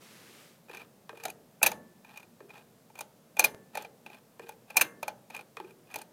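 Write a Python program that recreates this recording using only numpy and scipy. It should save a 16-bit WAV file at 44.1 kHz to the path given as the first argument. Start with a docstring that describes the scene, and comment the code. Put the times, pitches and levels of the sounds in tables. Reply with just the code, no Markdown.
"""A small quiet room: close by, a hand spins the steel dial of a combination safe in short strokes.
The thumb lands on the knob, the spindle rubs and ticks in its play, and once a turn the lock gives
a loud double clack. Each contact rings the dial, knocks the lock case and cracks in the small steel
parts; door plate and spring ring on faintly after a clack. A soft hiss opens; one dry snap falls midway."""
import sys
import numpy as np
from scipy import signal
from scipy.fft import rfft, irfft
from scipy.io import wavfile
from scipy.ndimage import uniform_filter1d

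SR = 44100
rng = np.random.default_rng(int(sys.argv[2]) if len(sys.argv) > 2 else 0)


def materialize(psi):
    """Save the field psi as 16-bit PCM at rate SR to the path in sys.argv[1].

    A 1-D psi becomes a single channel; in a 2-D psi each row is a channel.
    """
    bounded = np.clip(np.atleast_2d(psi).T, -1, 1)
    quanta = np.round(bounded * 32767).astype(np.int16)
    wavfile.write(sys.argv[1], SR, quanta)


N = 269892
TIME = np.arange(N) / SR
LEAD_S = .01
HIT_TIME = np.arange(SR // 6) / SR - LEAD_S  # zero at contact


def from_db(db):
    """Decibels to gain."""
    return 10 ** (np.asarray(db) / 20)


def unit_rms(x):
    """Scale to rms 1."""
    return x / np.sqrt(np.mean(x ** 2) + 1e-20)


def at_level(hit, db):
    """Set the level of a hit's loudest 5 ms."""
    return hit * from_db(db) / np.sqrt(uniform_filter1d(hit ** 2, size=220).max())


def add(track, at_s, sound):
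    """Mix a sound into the track."""
    start = max(0, round(at_s * SR))
    track[start:start + len(sound)] += sound[:N - start]


def coloured(spectrum, size=N):
    """Steady noise of a given spectral shape, rms 1."""
    hz, db = np.transpose(spectrum)
    bins_hz = np.fft.rfftfreq(size, 1 / SR) + 1
    gain = from_db(np.interp(np.log(bins_hz), np.log(hz), db))
    return unit_rms(irfft(rfft(rng.standard_normal(size)) * gain, size))


def resonate(force, modes):
    """Parallel resonances, alternating in sign."""
    out = 0
    for k, (hz, width_hz, db) in enumerate(modes):
        r = np.exp(-np.pi * width_hz / SR)
        poles = [1, -2 * r * np.cos(2 * np.pi * hz / SR), r * r]
        out += (-1) ** k * from_db(db) * signal.lfilter([1, 0, -1], poles, force) * (1 - r * r) / 2
    return out


# noise spectra: f/Hz, relative density/dB
FLOOR_SPECTRUM = [(18, -42.5), (30, -6.5), (53, -27), (124, 4), (233, 6), (287, -2.5), (540, -1), (844, -8),
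                  (1100, -11), (2010, -17), (2480, -17), (2980, -18.5), (10200, -20.5), (14800, -19.5),
                  (16000, -27.5)]
HISS_SPECTRUM = [(150, -31), (250, -5), (386, -1), (597, -9.5), (955, -10), (1060, -9), (2050, -8),
                 (13000, -18.5), (16000, -26)]


def background(floor_db, hiss_db, rise_s, end_s, fade_s):
    """Steady room noise, and a soft hiss that rises, holds and fades."""
    swell = np.clip(np.minimum(TIME / rise_s, (end_s - TIME) / fade_s), 0, 1)
    floor = from_db(floor_db) * coloured(FLOOR_SPECTRUM)
    return floor + from_db(hiss_db) * swell * coloured(HISS_SPECTRUM)


# fingered knob, lock case: f/Hz, width/Hz, gain/dB
KNOB_MODES = [(843, 120, 7), (1310, 130, 0.5), (1572, 45, 3), (1840, 190, -0.5), (2476, 67, 6),
              (3580, 2300, -15.5), (12000, 3500, -18)]
CASE_MODES = [(470, 160, -16), (640, 100, -9), (732, 120, -5), (861, 102, 3), (907, 200, -8),
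              (1310, 300, -17)]
# hand strokes: start/s, end/s, level/dB
STROKES = [(0.683, 0.856, -52.5), (1.144, 1.33, -54.5), (2.044, 2.239, -56), (2.483, 2.63, -59.5),
           (2.95, 3.04, -59.5), (3.732, 3.862, -48.5), (4.081, 4.193, -54), (4.401, 4.55, -60),
           (4.678, 4.745, -55.5), (5.301, 5.426, -53.5), (5.619, 5.715, -60.5), (5.869, 6.038, -56)]


def rubbing(slips_per_s, spread_db, clump_db, case_db, grit_db):
    """The turning spindle slips in tiny dry clumps, swelling and fading with each stroke."""
    drift = unit_rms(uniform_filter1d(rng.standard_normal(N), size=500))
    clumps = from_db(clump_db * np.clip(drift, -2, 2))
    sizes = rng.choice([-1, 1], N) * from_db(spread_db * np.minimum(rng.exponential(1, N), 4))
    slips = (rng.random(N) < slips_per_s / SR) * sizes * clumps
    grit = from_db(grit_db) * signal.lfilter(*signal.butter(2, [900, 3600], "band", fs=SR), slips)
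    case = from_db(case_db) * resonate(slips, CASE_MODES)
    swell = np.zeros(N)
    for start_s, end_s, db in STROKES:
        progress = np.clip((TIME - start_s) / (end_s - start_s), 0, 1)
        swell += from_db(db) * np.sqrt(np.abs(np.sin(np.pi * progress)))
    return swell * unit_rms(resonate(slips, KNOB_MODES) + case + grit)


def contact_force(grip_s, rattle_db, rattle_s, blow, slide_db=-15, slide_s=0.0026):
    """A short slide, a blow within a burst of micro-impacts, then a settling rattle."""
    rise = np.maximum(HIT_TIME, 0) / grip_s
    slide = from_db(slide_db) * np.exp(-np.abs(HIT_TIME) / slide_s)
    rattle = from_db(rattle_db) * np.exp(-np.abs(HIT_TIME) / rattle_s)
    envelope = rise * np.exp(1 - rise) + np.where(HIT_TIME < 0, slide, rattle)
    force = envelope * rng.standard_normal(len(HIT_TIME))
    force[np.argmax(envelope)] += blow * np.linalg.norm(force)
    return force


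# door: f/Hz, width/Hz, gain/dB
DOOR_MODES = [(365, 52, -9.5), (411, 23, -7), (466.8, 9.8, -1), (584, 40, -6)]
# finger landings: t/s, relative slap/dB, relative thud/dB, favoured f/Hz
TAPS = [(0.696, -53.5, -48.5, 476), (1.093, -43.5, -53, 473), (1.129, -56, -48.5, 450),
        (2.404, -54.5, -50, 433), (3.752, -42.5, -44, 542), (4.395, -47.5, -46.5, 454),
        (5.028, -39.5, -42.5, 550), (5.569, -41.5, -49.5, 475), (5.6, -41, -46, 357)]


def finger_taps(slap_trim_db, thud_trim_db, flesh_hz, fall_db_per_octave):
    """A soft finger slaps the knob; the push thuds in the door modes near the pitch it favours."""
    out = np.zeros(N)
    flesh = signal.butter(1, flesh_hz, fs=SR)
    for at_s, slap_db, thud_db, favoured_hz in TAPS:
        force = contact_force(grip_s=0.00082, rattle_db=-10.5, rattle_s=0.013, blow=0.54, slide_db=-24.5)
        door_modes = [(hz, width_hz, db - fall_db_per_octave * abs(np.log2(hz / favoured_hz)))
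                      for hz, width_hz, db in DOOR_MODES]
        slap = at_level(signal.lfilter(*flesh, resonate(force, KNOB_MODES)), slap_db + slap_trim_db)
        thud = at_level(resonate(force, door_modes), thud_db + thud_trim_db)
        add(out, at_s - LEAD_S, slap + thud)
    return out


# dense door modes: f/Hz, relative density/dB
CLATTER_SPECTRUM = [(70, -20), (280, -11), (580, 4), (1000, -0.5), (1650, -7.5), (2100, -6.5), (4000, -9.5),
                    (6000, -20), (16000, -42)]


def door_clatter(decay_s, rise_s=0.00045):
    """Many close modes of the door answer at once and die quickly."""
    t = np.maximum(HIT_TIME, 0)
    return coloured(CLATTER_SPECTRUM, len(t)) * (1 - np.exp(-t / rise_s)) * np.exp(-t / decay_s)


# dial, small steel parts: f/Hz, width/Hz, gain/dB
DIAL_MODES = [(1660, 680, -10), (2328, 110, -1.5), (2429, 85, 12.5), (2660, 360, -4.5), (3420, 970, -26)]
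STEEL_MODES = [(3890, 99, -11.5), (4220, 73, -6), (4870, 690, -16), (6205, 520, -1.5), (8140, 84, -9.5),
               (8885, 170, -0.5), (9800, 140, -5.5), (10630, 260, -0.5), (12090, 420, -2.5),
               (13300, 480, -18.5), (14500, 690, -5.5), (15600, 550, -23)]


def steel_contacts(rows, grip_s, rattle_db, rattle_s, slide_db, blow, dial_trim_db, case_trim_db,
                   steel_trim_db, edge_db, clatter_db, clatter_s, bright_hz):
    """Steel meets steel: the dial rings, the case knocks, small parts crack, the door clatters."""
    out = np.zeros(N)
    lowpass = signal.butter(1, bright_hz, fs=SR)
    highpass = signal.butter(2, 2900, "high", fs=SR)
    for at_s, dial_db, case_db, steel_db in rows:
        # heavy parts follow the blow, light ones the chatter
        force = contact_force(grip_s, rattle_db - 6, rattle_s, blow, slide_db)
        chatter = contact_force(grip_s, rattle_db, rattle_s, 0, slide_db)
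        edge = from_db(edge_db) * signal.lfilter(*highpass, chatter)
        crack = signal.lfilter(*lowpass, resonate(chatter, STEEL_MODES) + edge)
        hit = at_level(resonate(force, DIAL_MODES), dial_db + dial_trim_db)
        hit += at_level(resonate(force, CASE_MODES), case_db + case_trim_db)
        hit += at_level(crack, steel_db + steel_trim_db)
        hit += at_level(door_clatter(clatter_s), (dial_db + case_db) / 2 + clatter_db)
        add(out, at_s - LEAD_S, hit)
    return out


# faint tick, relative to its stroke: dial/dB, case/dB, steel/dB
FAINT_TICK = (1, -0.86, -7)


def faint_tick_rows(gap_s, scatter_db):
    """The loose spindle touches its bearing unevenly through a stroke, harder in a stronger one."""
    rows = []
    for start_s, end_s, db in STROKES:
        times_s = start_s + gap_s * (np.arange(8) + rng.uniform(0, 1, size=8))
        levels_db = db + np.array(FAINT_TICK) + scatter_db * rng.standard_normal(size=(8, 3))
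        rows += [(at_s, *parts_db) for at_s, parts_db in zip(times_s, levels_db) if at_s < end_s]
    return rows


# clear spindle ticks, relative levels: t/s, dial/dB, case/dB, steel/dB
TICKS = [(0.747, -44.5, -67, -52.5), (0.77, -44, -77, -52), (0.814, -50.5, -53.5, -62),
         (1.236, -48, -45.5, -43), (1.253, -42.5, -29.5, -35), (1.281, -47, -42, -48),
         (1.3005, -45.5, -54, -44), (1.716, -42, -29.5, -39.5), (2.173, -43, -54, -50),
         (2.503, -48, -50.5, -80), (2.899, -72, -51.5, -73), (2.954, -53.5, -50, -57),
         (2.989, -43.5, -43, -45), (3.0075, -43.5, -36, -38), (3.368, -39, -39.5, -48.5),
         (3.752, -42, -39, -44.5), (3.772, -37.5, -27.5, -42), (3.822, -64.5, -61.5, -48.5),
         (4.062, -44.5, -45.5, -59), (4.491, -49, -38.5, -47.5), (4.703, -44.5, -45.5, -52.5),
         (5.029, -37.5, -36.5, -42), (5.0795, -38.5, -27, -39), (5.3, -59, -43, -56.5),
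         (5.347, -41.5, -47, -50), (5.364, -40, -48, -48), (5.391, -44, -45.5, -59),
         (5.941, -40, -43.5, -44), (5.958, -39.5, -33.5, -37.5), (5.986, -64, -42, -48),
         (6.016, -56, -46.5, -46.5)]


def light_ticks(rebounds):
    """Light contacts: the spindle in its play and the lock's rebounds."""
    rows = TICKS + rebounds + faint_tick_rows(gap_s=.045, scatter_db=3)
    return steel_contacts(rows, grip_s=.0014, rattle_db=-15, rattle_s=0.0092, slide_db=-15, blow=0.61,
                          dial_trim_db=0.7, case_trim_db=-3, steel_trim_db=0.25, edge_db=-13,
                          clatter_db=-4.5, clatter_s=0.0099, bright_hz=8905)


# lock turns: catch t/s, strength/dB, slack before catch/s, wait for drop/s, plate/dB, spring/dB
TURNS = [(1.629, 1, .0135, 0.033, -51.5, -65), (3.3938, 0.5, 0.0053, 0.047, -56.5, -54),
         (4.7684, 0.5, .0115, .042, -55, -47)]
# nudges, relative to turn strength: dial/dB, case/dB
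CATCH_NUDGE = (-42.5, -36)
DROP_NUDGE = (-35, -41.5)


def nudges(wait_share):
    """Parts take up slack before each catch and drop, too softly to crack: dial and case answer."""
    out = np.zeros(N)
    for catch_s, db, slack_s, wait_s, *_ in TURNS:
        pair = (catch_s - slack_s, CATCH_NUDGE), (catch_s + wait_share * wait_s, DROP_NUDGE)
        for at_s, (dial_db, case_db) in pair:
            force = contact_force(grip_s=0.00078, rattle_db=-21.5, rattle_s=0.011, blow=0.33)
            ring = at_level(resonate(force, DIAL_MODES), db + dial_db)
            knock = at_level(resonate(force, CASE_MODES), db + case_db)
            add(out, at_s - LEAD_S, ring + knock)
    return out


# blows of a clack, relative levels: dial/dB, case/dB, steel/dB
CATCH = (-18, -23.5, -16)
DROP = (-20, -31, -23.5)
SEAT = (-22.5, -32.5, -19.5)


def double_clacks(seat_s, rebound_s, rebound_db):
    """The lock catches, drops and seats; catch and seat spring back once. 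Gives sound and rebound rows."""
    blows, rebounds = [], []
    for catch_s, db, _, wait_s, *_ in TURNS:
        drop_s = catch_s + wait_s
        catch, drop, seat = (catch_s, CATCH), (drop_s, DROP), (drop_s + seat_s, SEAT)
        for at_s, parts_db in (catch, drop, seat):
            blows.append((at_s, *np.add(parts_db, db)))
        for at_s, parts_db in (catch, seat):
            rebounds.append((at_s + rebound_s, *np.add(parts_db, db + rebound_db)))
    clacks = steel_contacts(blows, grip_s=.0012, rattle_db=-5.5, rattle_s=0.0068, slide_db=-15.5,
                            blow=0.42, dial_trim_db=0, case_trim_db=-2.5, steel_trim_db=-1.75,
                            edge_db=-15, clatter_db=-9, clatter_s=0.017, bright_hz=16820)
    return clacks, rebounds


# door plate, lock spring: f/Hz, relative level/dB, t60/s
PLATE_MODES = [(190, -1, 1.0), (490, 0, 0.46), (945, 0, .35), (1115, -1.5, 0.55), (1405, -20, 0.79),
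               (1755, 0, 0.9), (3935, -17, .6)]
SPRING_MODES = [(2110, -8, 0.3), (2110, -1, 0.35), (6100, -18.5, .18), (8900, 1, .14)]


def after_ring():
    """Each drop leaves the lightly damped door plate and spring ringing."""
    out, t = np.zeros(N), TIME[:SR]
    for catch_s, _, _, wait_s, plate_db, spring_db in TURNS:
        for modes, level_db in ((PLATE_MODES, plate_db), (SPRING_MODES, spring_db)):
            hz, db, t60_s = np.transpose(modes)[:, :, None]
            envelopes = from_db(level_db + db + rng.normal(0, 1, hz.shape) - 60 * t / t60_s)
            add(out, catch_s + wait_s, np.sum(envelopes * np.sin(2 * np.pi * hz * t), axis=0))
    return out


def snap(at_s, db, decay_s, hz):
    """A thin dry snap: one sharp step that dies at once."""
    out, t = np.zeros(N), HIT_TIME + LEAD_S
    add(out, at_s, at_level(np.exp(-t / decay_s) * np.cos(2 * np.pi * hz * t), db))
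    return out


# room response: f/Hz, band gain/dB, t60/s
ROOM_BANDS = [(100, 2, 0.53), (190, 6.5, 1), (396, 0, 0.57), (830, -19, 0.36), (1450, -12, 0.37),
              (2466, -10.5, 0.16), (4435, -15, 0.094), (9000, -24, 0.3), (16000, -20, 0.12)]


def room(x, build_s):
    """Diffuse reflections build up and die band by band, the lows lasting longest."""
    # little of the small dial's ring reaches the walls
    carried = signal.lfilter(*signal.butter(1, [2150, 2800], "bandstop", fs=SR), x)
    t, response = TIME[:SR], 0
    hz, db, t60_s = np.transpose(ROOM_BANDS)
    edges_hz = np.geomspace(62.5, 16000, 17)
    for low_hz, high_hz in zip(edges_hz, edges_hz[1:]):
        log_centre = np.log(low_hz * high_hz) / 2
        gain = from_db(np.interp(log_centre, np.log(hz), db))
        decay = from_db(-60 * t / np.interp(log_centre, np.log(hz), t60_s))
        envelope = decay * (1 - np.exp(-t / build_s))
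        band = signal.butter(2, [low_hz, high_hz], "band", fs=SR, output="sos")
        noise = signal.sosfilt(band, rng.standard_normal(SR))
        response += gain * noise * envelope / np.linalg.norm(envelope)
    return signal.fftconvolve(carried, response)[:N]


def scene():
    """Hand, lock, room and background, in mono."""
    noise = background(floor_db=-61, hiss_db=-56, rise_s=0.018, end_s=0.62, fade_s=0.21)
    clacks, rebounds = double_clacks(seat_s=0.0041, rebound_s=0.0076, rebound_db=-13)
    handling = nudges(wait_share=.68)
    handling += finger_taps(slap_trim_db=3.5, thud_trim_db=2.5, flesh_hz=6100, fall_db_per_octave=24.5)
    handling += rubbing(slips_per_s=1100, spread_db=1.5, clump_db=5, case_db=-5.5, grit_db=-10.5)
    ringing = after_ring()
    handling += light_ticks(rebounds)
    dry_snap = snap(at_s=3.547, db=-41, decay_s=0.00087, hz=300)
    reflections = room(clacks + from_db(1) * handling, build_s=0.0059)
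    return (noise + handling + clacks + ringing + dry_snap + reflections)[None]


def record(dry):
    """Steep low-pass at 16.2 kHz."""
    return signal.sosfilt(signal.ellip(10, .1, 80, 16200, fs=SR, output="sos"), dry)


dry = scene()
out = record(dry)
materialize(out)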